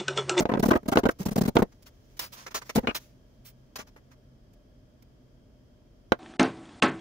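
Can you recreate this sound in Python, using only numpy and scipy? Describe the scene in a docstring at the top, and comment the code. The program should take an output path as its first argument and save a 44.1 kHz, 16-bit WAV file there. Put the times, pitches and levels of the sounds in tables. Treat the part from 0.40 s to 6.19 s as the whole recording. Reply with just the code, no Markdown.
"""Packing sand into a moulding box

A wooden rammer packs sand into a wooden moulding box in very quick, short strokes. Each is a resonant thump,
a chatter of tiny contacts through wood modes and a crunch of filtered grains; sharp knocks ring the same wood.
Hands sweep loose sand away as swells of hiss, over a faint trickle. The upper box is shoved, judders off its
guide pins and is stood on edge; one last knock sounds over filtered workshop noise and wavering low hum."""
import sys
import numpy as np
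from scipy import signal
from scipy.fft import rfft, irfft
from scipy.io import wavfile
from scipy.ndimage import uniform_filter1d

SR = 44100
rng = np.random.default_rng(int(sys.argv[2]) if len(sys.argv) > 2 else 0)


def store_pcm(level_fs):
    """Save levels as 16-bit WAV."""
    pcm = np.round(np.clip(level_fs, -1, 1) * 32767).astype(np.int16)
    wavfile.write(sys.argv[1], SR, np.atleast_2d(pcm).T)


N = 255339  # samples in the scene
SIZE = 8192  # samples in one short sound
T = np.arange(SIZE) / SR
HZ = np.maximum(np.fft.rfftfreq(SIZE, 1 / SR), 1)
LONG_HZ = np.maximum(np.fft.rfftfreq(N, 1 / SR), 1)

# modes of the sand-filled box: (frequency [Hz], width [Hz], level [dB])
BOX_MODES = [(363, 202, -1), (499.2, 163, -1), (590.8, 53, -2.5), (686, 48, -7.5), (770, 80, -9),
             (949, 230, -16)]
# modes of the hardwood rammer and the stiff frame corners: (frequency [Hz], width [Hz], level [dB])
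HARDWOOD_MODES = [(1064, 72, 4.5), (1277, 73, 1.5), (1409, 140, 2), (1527, 150, 3), (1900, 190, -6),
                  (2294, 130, -10.5), (2560, 660, -19), (3320, 57, -22)]
# spectrum of boards rubbed by sand: (frequency [Hz], level [dB])
RUB_SPECTRUM = [(150, -13), (400, -4), (600, 0), (760, -4), (980, 1), (1500, -2), (2100, -6), (3400, -24)]
# spectrum of grains skidding over wood: (frequency [Hz], level [dB])
HISS_SPECTRUM = [(1100, -15.5), (2100, 0), (3150, 1), (4300, 0.5), (5800, 4.5), (6800, 0.5), (8000, -19),
                 (12000, -37.5)]
# spectrum of the finest dust: (frequency [Hz], level [dB])
DUST_SPECTRUM = [(5500, -19), (8300, -7.5), (11000, -4), (14000, -3.5), (15100, 2), (16500, 0)]


def undb(db):
    """Decibels to gain."""
    return 10 ** (np.asarray(db) / 20)


def between(ends, hardness):
    """Slide from the soft value to the hard one."""
    return ends[0] + (ends[1] - ends[0]) * hardness


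def gains(points, hz):
    """Gain of a (Hz, dB) spectrum, interpolated over log frequency."""
    f, db = np.transpose(points)
    return undb(np.interp(np.log(hz), np.log(f), db))


def causal(gain):
    """Minimum-phase response with this gain: nothing sounds before the contact."""
    cepstrum = irfft(np.log(gain + 1e-6))
    cepstrum[1:SIZE // 2] *= 2
    cepstrum[SIZE // 2 + 1:] = 0
    return np.exp(rfft(cepstrum))


def resonance(hz, width, f=HZ):
    """Response of one damped mode, gain 1 at its centre."""
    return 1 / (1 + 1j * (f / hz - hz / f) * hz / width)


def body(modes, place_db, detune):
    """Modes as met from one striking place; the response falls away outside their range."""
    hz, width, db = np.transpose(modes)
    total = 0
    for k in range(len(hz)):
        level_chance, pitch_chance = rng.standard_normal(2)
        gain = (-1) ** k * undb(db[k] + place_db * level_chance)  # neighbours in opposite phase
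        total = total + gain * resonance(hz[k] * (1 + detune * pitch_chance), width[k])
    return total * resonance(np.sqrt(hz[0] * hz[-1]), 2.4 * (hz[-1] - hz[0]))


def grains(rate, scatter_db):
    """Tiny contacts at random moments (rate per second), a few much harder than the rest."""
    hit = rng.random(SIZE) < rate / SR
    return hit * rng.choice([-1, 1], SIZE) * undb(scatter_db * rng.standard_normal(SIZE))


def pressure(length, peak):
    """Contact pressure: rises until the share `peak` of its length, then lets go."""
    peak = np.clip(peak, .05, .9)
    return np.sin(np.interp(T / length, [0, peak, 1], [0, np.pi / 2, np.pi]))


def radiate(force, response, db, length, bench_s=0.0014):
    """A force sounds through a body at an rms level; quick reflections off the bench make the two ears differ."""
    # side against mid: (frequency [Hz], level [dB])
    side_spectrum = [(60, -21), (130, -19), (260, -14), (500, -6), (1000, 0), (2000, 1), (5000, 0),
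                     (15000, -.5)]
    mid = rfft(force) * response
    mirrored = mid * rfft(rng.standard_normal(SIZE) * np.exp(-T / bench_s))
    match = np.linalg.norm(mid) / (np.linalg.norm(mirrored) + 1e-18)
    side = mirrored * match * causal(gains(side_spectrum, HZ))
    pair = irfft(np.array([mid + side, mid - side]))
    pair *= np.minimum(1, 2 * (1 - T / T[-1]))  # fade the second half out
    return pair * undb(db) * np.sqrt(length * SR / (np.sum(pair ** 2) / 2 + 1e-18))


def add(out, s, sound):
    """Mix a sound in at its time in seconds."""
    i = max(int(s * SR), 0)
    out[:, i:i + SIZE] += sound[:, :N - i]


def thud(hz, db, length, damping, settle_db):
    """The packed box is pushed once and swings a few times; the sand settles under the push in small slips."""
    width = damping / length
    push = np.exp(-((T - .24 * length) / 0.00056) ** 2)
    packed_box = resonance(hz, width) * resonance(0.82 * hz, 1.54 * width)
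    swing = radiate(-push, packed_box, db - 4.0, length)
    slips = grains(4000, 3) * pressure(length, .42)
    deep_sand = resonance(0.32 * hz, 190) * resonance(130, 930)
    return swing + radiate(slips, deep_sand, db + settle_db, length)


def strokes():
    """The rammer thumps the sand, chatters over the wood and crushes grains for as long as it presses."""
    # rammer strokes, then shoves of the box:
    # (time [s], length [s], strength [dB], hardness [0 = into deep sand, 1 = wood on wood])
    stroke_list = [(.001, 0.012, -18, 0.53), (.015, 0.021, -29, 0.61), (0.088, 0.02, -27.5, 0.82),
                   (0.111, 0.022, -25.5, .65), (.143, 0.02, -25.5, 0.66), (.169, .015, -24.5, 0.65),
                   (.192, .016, -19.5, 0.14), (.225, .022, -20, 0.68), (.251, .023, -19.5, 0.47),
                   (0.279, 0.021, -18, 0.5), (.303, .025, -18.5, 0.84), (.328, 0.021, -27.5, 0.89),
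                   (.347, .031, -22, 0.74), (.429, 0.01, -38, 0.37), (.455, 0.015, -37.5, 0.57),
                   (.479, 0.021, -24, 0.56), (.515, .029, -26.5, 0.84), (.554, 0.012, -22.5, 0.8),
                   (.573, 0.032, -22.5, 0.69), (.632, 0.014, -22.5, 0.63), (.651, 0.024, -20, 0.7),
                   (.686, .012, -25.5, 0.96), (.785, 0.061, -32.5, 0.078), (0.853, 0.026, -23.5, 0.4),
                   (0.88, .02, -29.5, 0.075), (0.907, 0.031, -29.5, 0.23), (.957, 0.0141, -19.5, 0.45),
                   (.974, .023, -19.5, 0.32), (1.008, 0.02, -18.5, 0.066), (1.031, 0.016, -27.5, 0.11),
                   (1.05, .02, -24.5, 0.18), (1.074, .024, -21, 0.39), (1.152, 0.015, -19.5, 0.51),
                   (1.181, 0.033, -23, 0.68), (1.219, .016, -14.5, .4), (2.35, .024, -22.5, 0.644),
                   (2.367, 0.031, -19, 0.49), (2.425, 0.042, -36, 0.56), (2.472, 0.035, -29, 0.68)]
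    # thud pitch: (at hardness 0 [Hz], at hardness 1 [Hz])
    thud_pitch = (190.3, 300.1)
    # chatter of box and hardwood, relative to the strength: (at hardness 0 [dB], at hardness 1 [dB])
    box_chatter = (-20, 3.5)
    wood_chatter = (-46.5, 3)
    # crunch of loose sand relative to the strength, low where the face is packed: (time [s], level [dB])
    loose_sand = [(0, -17.5), (.02, -20), (.165, -45), (.2, -16), (.44, -33), (.48, -14), (.58, -19),
                  (.635, -35.5), (.7, -14), (1.15, -21), (1.22, -28.5), (2.35, -9), (2.37, -27.5),
                  (2.43, -48)]
    # spectrum of crushed sand: (frequency [Hz], level [dB])
    crunch_spectrum = [(900, -20), (2200, -1), (4000, 2), (6300, 3.5), (7800, -2.5), (11000, -1),
                       (14000, 0), (15200, 7), (16500, -7.5)]
    out = np.zeros((2, N))
    crunch = causal(gains(crunch_spectrum, HZ))
    for s, length, thud_db, hardness in stroke_list:
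        hz = between(thud_pitch, hardness)
        box_db = thud_db + between(box_chatter, hardness)
        wood_db = thud_db + between(wood_chatter, hardness)
        sand_db = thud_db + np.interp(s, *np.transpose(loose_sand))
        press = pressure(length, 0.37)
        chatter = grains(4000, 4) * press ** 1.8
        crushed = grains(15000, 7.0) * press ** 0.82
        sound = thud(hz, thud_db, length, damping=1.9, settle_db=-9.0)
        sound += radiate(chatter, body(BOX_MODES, 2.2, .03), box_db, length)
        sound += radiate(chatter, body(HARDWOOD_MODES, 2.17, 0.018), wood_db, length)
        sound += radiate(crushed, crunch, sand_db, length)
        add(out, s, sound)
    return out


def knocks(length=0.0057, rattle_s=0.01, rattle=0.0839, crack_s=0.0036):
    """One hard contact rings all the wood at once; the loose joints rattle and crushed grit cracks."""
    # hard wood-on-wood blows: (time [s], strength [dB], hardness [0-1])
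    blow_list = [(.0545, -20.5, .35), (.138, -19, .4), (.311, -23, .7), (.572, -11.5, 0.66),
                 (.655, -20.5, .5), (1.168, -11, 0.64), (1.2212, -19.5, .1), (2.472, -25, 0.98),
                 (2.511, -37.5, 0.97), (3.393, -41, 0.2), (3.563, -52, 0.65), (5.7201, -13.5, 0.79)]
    # thud pitch: (at hardness 0 [Hz], at hardness 1 [Hz])
    knock_pitch = (240, 320)
    # hardwood ring and grit crack, relative to the strength: (at hardness 0 [dB], at hardness 1 [dB])
    wood_ring = (-28, 1.5)
    grit_crack = (-26, -6.5)
    # spectrum of cracking grit: (frequency [Hz], level [dB])
    crack_spectrum = [(1200, -14), (2200, 1), (3600, 0), (4600, -9), (6200, -14), (8000, -30), (12000, -28),
                      (16000, -30)]
    out = np.zeros((2, N))
    crack = causal(gains(crack_spectrum, HZ))
    bench = resonance(105, 70) * resonance(120, 300)
    for s, thud_db, hardness in blow_list:
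        hz = between(knock_pitch, hardness)
        wood_db = thud_db + between(wood_ring, hardness)
        crack_db = thud_db + between(grit_crack, hardness)
        blow = rattle * grains(5996, 4.23) * np.exp(-T / rattle_s)
        blow -= np.exp(-((T - .0002) / .00006) ** 2) / 2  # the contact itself
        grit = grains(23000, 4.3) * np.exp(-T / crack_s)
        boards = body(BOX_MODES, 1, .02) * resonance(850, 700)
        sound = radiate(blow, resonance(hz, 190) * resonance(0.42 * hz, 870), thud_db, length)
        sound += radiate(blow, bench, thud_db - 15, length)  # the bench gives a little
        sound += radiate(blow, boards, thud_db - 5, length)
        sound += radiate(blow, body(HARDWOOD_MODES, 1, .03), wood_db, length)
        sound += radiate(grit, crack, crack_db, length)
        add(out, s, sound)
    return out


def judder(rate=1500, fade_s=0.027):
    """Wood sticks and slips on the guide pins, weaker as the box comes free."""
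    # the upper box judders up its wooden guide pins: (time [s], length [s], level [dB])
    judder_event = (2.471, 0.035, -30)
    # modes of the guide pins: (frequency [Hz], width [Hz], level [dB])
    pin_modes = [(1180, 82, 1), (1480, 78, -7), (1640, 70, -1), (2215, 90, 0), (2430, 120, 1.5),
                 (2648, 38, 3.5), (2870, 98, 0.5)]
    s, length, db = judder_event
    out = np.zeros((2, N))
    slips = grains(rate, 3) * np.exp(-T / fade_s) * (T < length)
    add(out, s, radiate(slips, body(pin_modes, 0.87, .003), db, length))
    return out


def sweeps(swell=2.94):
    """Loose grains skid over the boards: a quick swell of hiss that trails away."""
    # sand brushed, slid or spilled over wood:
    # (time [s], nominal length [s], hiss level [dB], lightness [dB, up = fine dust, down = rubbed boards])
    sweep_list = [(0.703, 0.021, -52, 5), (1.315, 0.022, -68, -3), (1.418, 0.022, -64.5, 7),
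                  (1.453, 0.038, -57, 2.5), (1.764, 0.023, -59.5, 4), (1.791, 0.017, -33.5, 5),
                  (1.798, 0.076, -44, 3.5), (1.915, 0.048, -50.5, 4), (1.939, .12, -54, 1.5),
                  (2.059, 0.03, -48, -6.5), (2.102, 0.028, -54.5, -2.5), (2.14, 0.049, -35.5, -1),
                  (2.211, 0.024, -54, -8.5), (2.24, 0.063, -61, 2), (2.291, .021, -43, -6.5),
                  (2.544, .038, -35.5, 3.5), (2.574, 0.097, -65.5, 5.5), (3.037, 0.068, -57.5, 9),
                  (3.355, .022, -41, 1), (3.376, 0.049, -47.5, -2.5), (3.462, .035, -64, -1.5),
                  (3.555, 0.034, -72.5, -13), (3.703, 0.04, -68, -5.5), (4.13, 0.016, -73, 9.5),
                  (4.62, .013, -65.5, 4.5)]
    # gentle sweeps swell slowly, brisk ones start sooner: (hiss level [dB], share of the length spent rising)
    rise_share = [(-53, 0.25), (-42.5, 0.12)]
    out = np.zeros((2, N))
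    rub = causal(gains(RUB_SPECTRUM, HZ))
    hiss = causal(gains(HISS_SPECTRUM, HZ))
    dust = causal(gains(DUST_SPECTRUM, HZ))
    for s, length, hiss_db, light_db in sweep_list:
        board_db = hiss_db - 0.5 - light_db
        dust_db = hiss_db - 2.5 + light_db
        attack = np.interp(hiss_db, *np.transpose(rise_share))
        flow = pressure(1.505 * length, attack) ** swell
        skid = grains(14000, 3.2) * flow
        sound = radiate(grains(4500, 2) * flow, rub, board_db, length)
        sound += radiate(skid, hiss, hiss_db, length)
        sound += radiate(skid, dust, dust_db, length)
        add(out, s, sound)
    return out


def walk(rate):
    """Slow random drift with a spread near 1, drawing `rate` new values a second."""
    k = int(SR / rate)
    steps = np.repeat(rng.standard_normal(N // k + 1), k)
    return np.sqrt(1.5) * uniform_filter1d(steps, k)[:N]


def trickle():
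    """Loose grains keep shifting under the work, as uneven noise in the colours of hiss, dust and rubbing."""
    # faint trickle while the hands work, before a 5.5 dB cut: (time [s], level [dB])
    trickle_level = [(0, -67), (1.4, -69.5), (1.9, -61.5), (2.6, -59), (2.8, -72.5), (3.85, -78)]
    grit = rng.standard_normal((2, N)) * undb(3 * rng.standard_normal(N))
    colour = gains(HISS_SPECTRUM, LONG_HZ)
    colour += undb(-2.5) * gains(DUST_SPECTRUM, LONG_HZ)
    colour += undb(-0.5) * gains(RUB_SPECTRUM, LONG_HZ)
    grit = irfft(rfft(grit) * colour, N)
    db = np.interp(np.arange(N) / SR, *np.transpose(trickle_level), right=-120)  # silent after the last point
    return grit / grit.std() * undb(db - 5.5 + walk(30))


def room(dry, t60, wet_db, dull_hz):
    """The room returns only a short, dull tail: decaying low-passed noise, different at each ear."""
    tail = rng.standard_normal((2, SIZE)) * undb(-60 * T / t60) * (T > .004)
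    tail = signal.lfilter(*signal.butter(1, dull_hz, fs=SR), tail)
    tail *= undb(wet_db) / np.sqrt(np.sum(tail ** 2) / 2)
    return dry + signal.fftconvolve(dry, tail, axes=1)[:, :N]


def workshop():
    """Low ventilation rumble as shaped noise, with a few thin whines and a wavering machine hum."""
    # spectrum of the shop air: (frequency [Hz], level [dB])
    air_spectrum = [(15, -36), (25, -5), (49, -1), (97, -5), (130, -3), (153, -11), (256, -7), (293, -12.5),
                    (531, -19), (607, -15.5), (775, -28.5), (5000, -46.5), (8590, -53.5), (11900, -51),
                    (16000, -51)]
    # side against mid: (frequency [Hz], level [dB])
    air_width = [(60, -14.5), (110, -11), (200, -11.5), (380, -5.5), (700, -3), (1290, 1), (2380, -1),
                 (4400, 0.5), (8120, 0), (15000, -0.5)]
    # faint, thin whines above the room noise: (frequency [Hz], width [Hz], level [dB])
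    whine_modes = [(1650, 54, -0.5), (3204, 200, 8.5), (5000, 590, 3.5), (6060, 2200, 2)]
    # mains and motor hum, around which pitch and level waver: (frequency [Hz], level [dB])
    hum_tones = [(43, -67.5), (129, -67), (253, -73.5), (602, -79)]
    whines = sum(undb(db) * abs(resonance(hz, width, LONG_HZ)) ** 2 for hz, width, db in whine_modes)
    mid, side = rfft(rng.standard_normal((2, N))) * gains(air_spectrum, LONG_HZ) * (1 + whines)
    side = side * gains(air_width, LONG_HZ)
    air = irfft(np.array([mid + side, mid - side]), N)
    air *= undb(-57.5) / air.std()
    hum = np.zeros(N)
    for hz, db in hum_tones:
        level = undb(db + 2 * walk(9)) * np.sqrt(2)  # rms to peak
        phase = 2 * np.pi * np.cumsum(hz + 3 * walk(15)) / SR
        hum += level * np.sin(phase)
    return air + hum


def scene():
    """Work on the bench, a little brighter on the right, in the humming shop."""
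    # left minus right: (frequency [Hz], level [dB])
    balance = [(250, 0), (1000, -1), (3500, 0.5), (6000, -2), (9000, -5), (15000, -9.5)]
    bench_work = strokes() + knocks() + judder() + sweeps() + trickle()
    work = room(bench_work, t60=0.069, wet_db=-21, dull_hz=3670)
    tilt = gains(balance, LONG_HZ)
    ears = np.array([tilt, np.ones_like(tilt)]) / np.sqrt((1 + tilt ** 2) / 2)  # keeps the summed power
    return irfft(rfft(work) * ears, N) + workshop()


def record(dry):
    """A steep elliptic low-pass cuts the top above 15.6 kHz."""
    return signal.sosfilt(signal.ellip(10, .2, 80, 15600, fs=SR, output="sos"), dry)


dry = scene()
out = record(dry)
store_pcm(out)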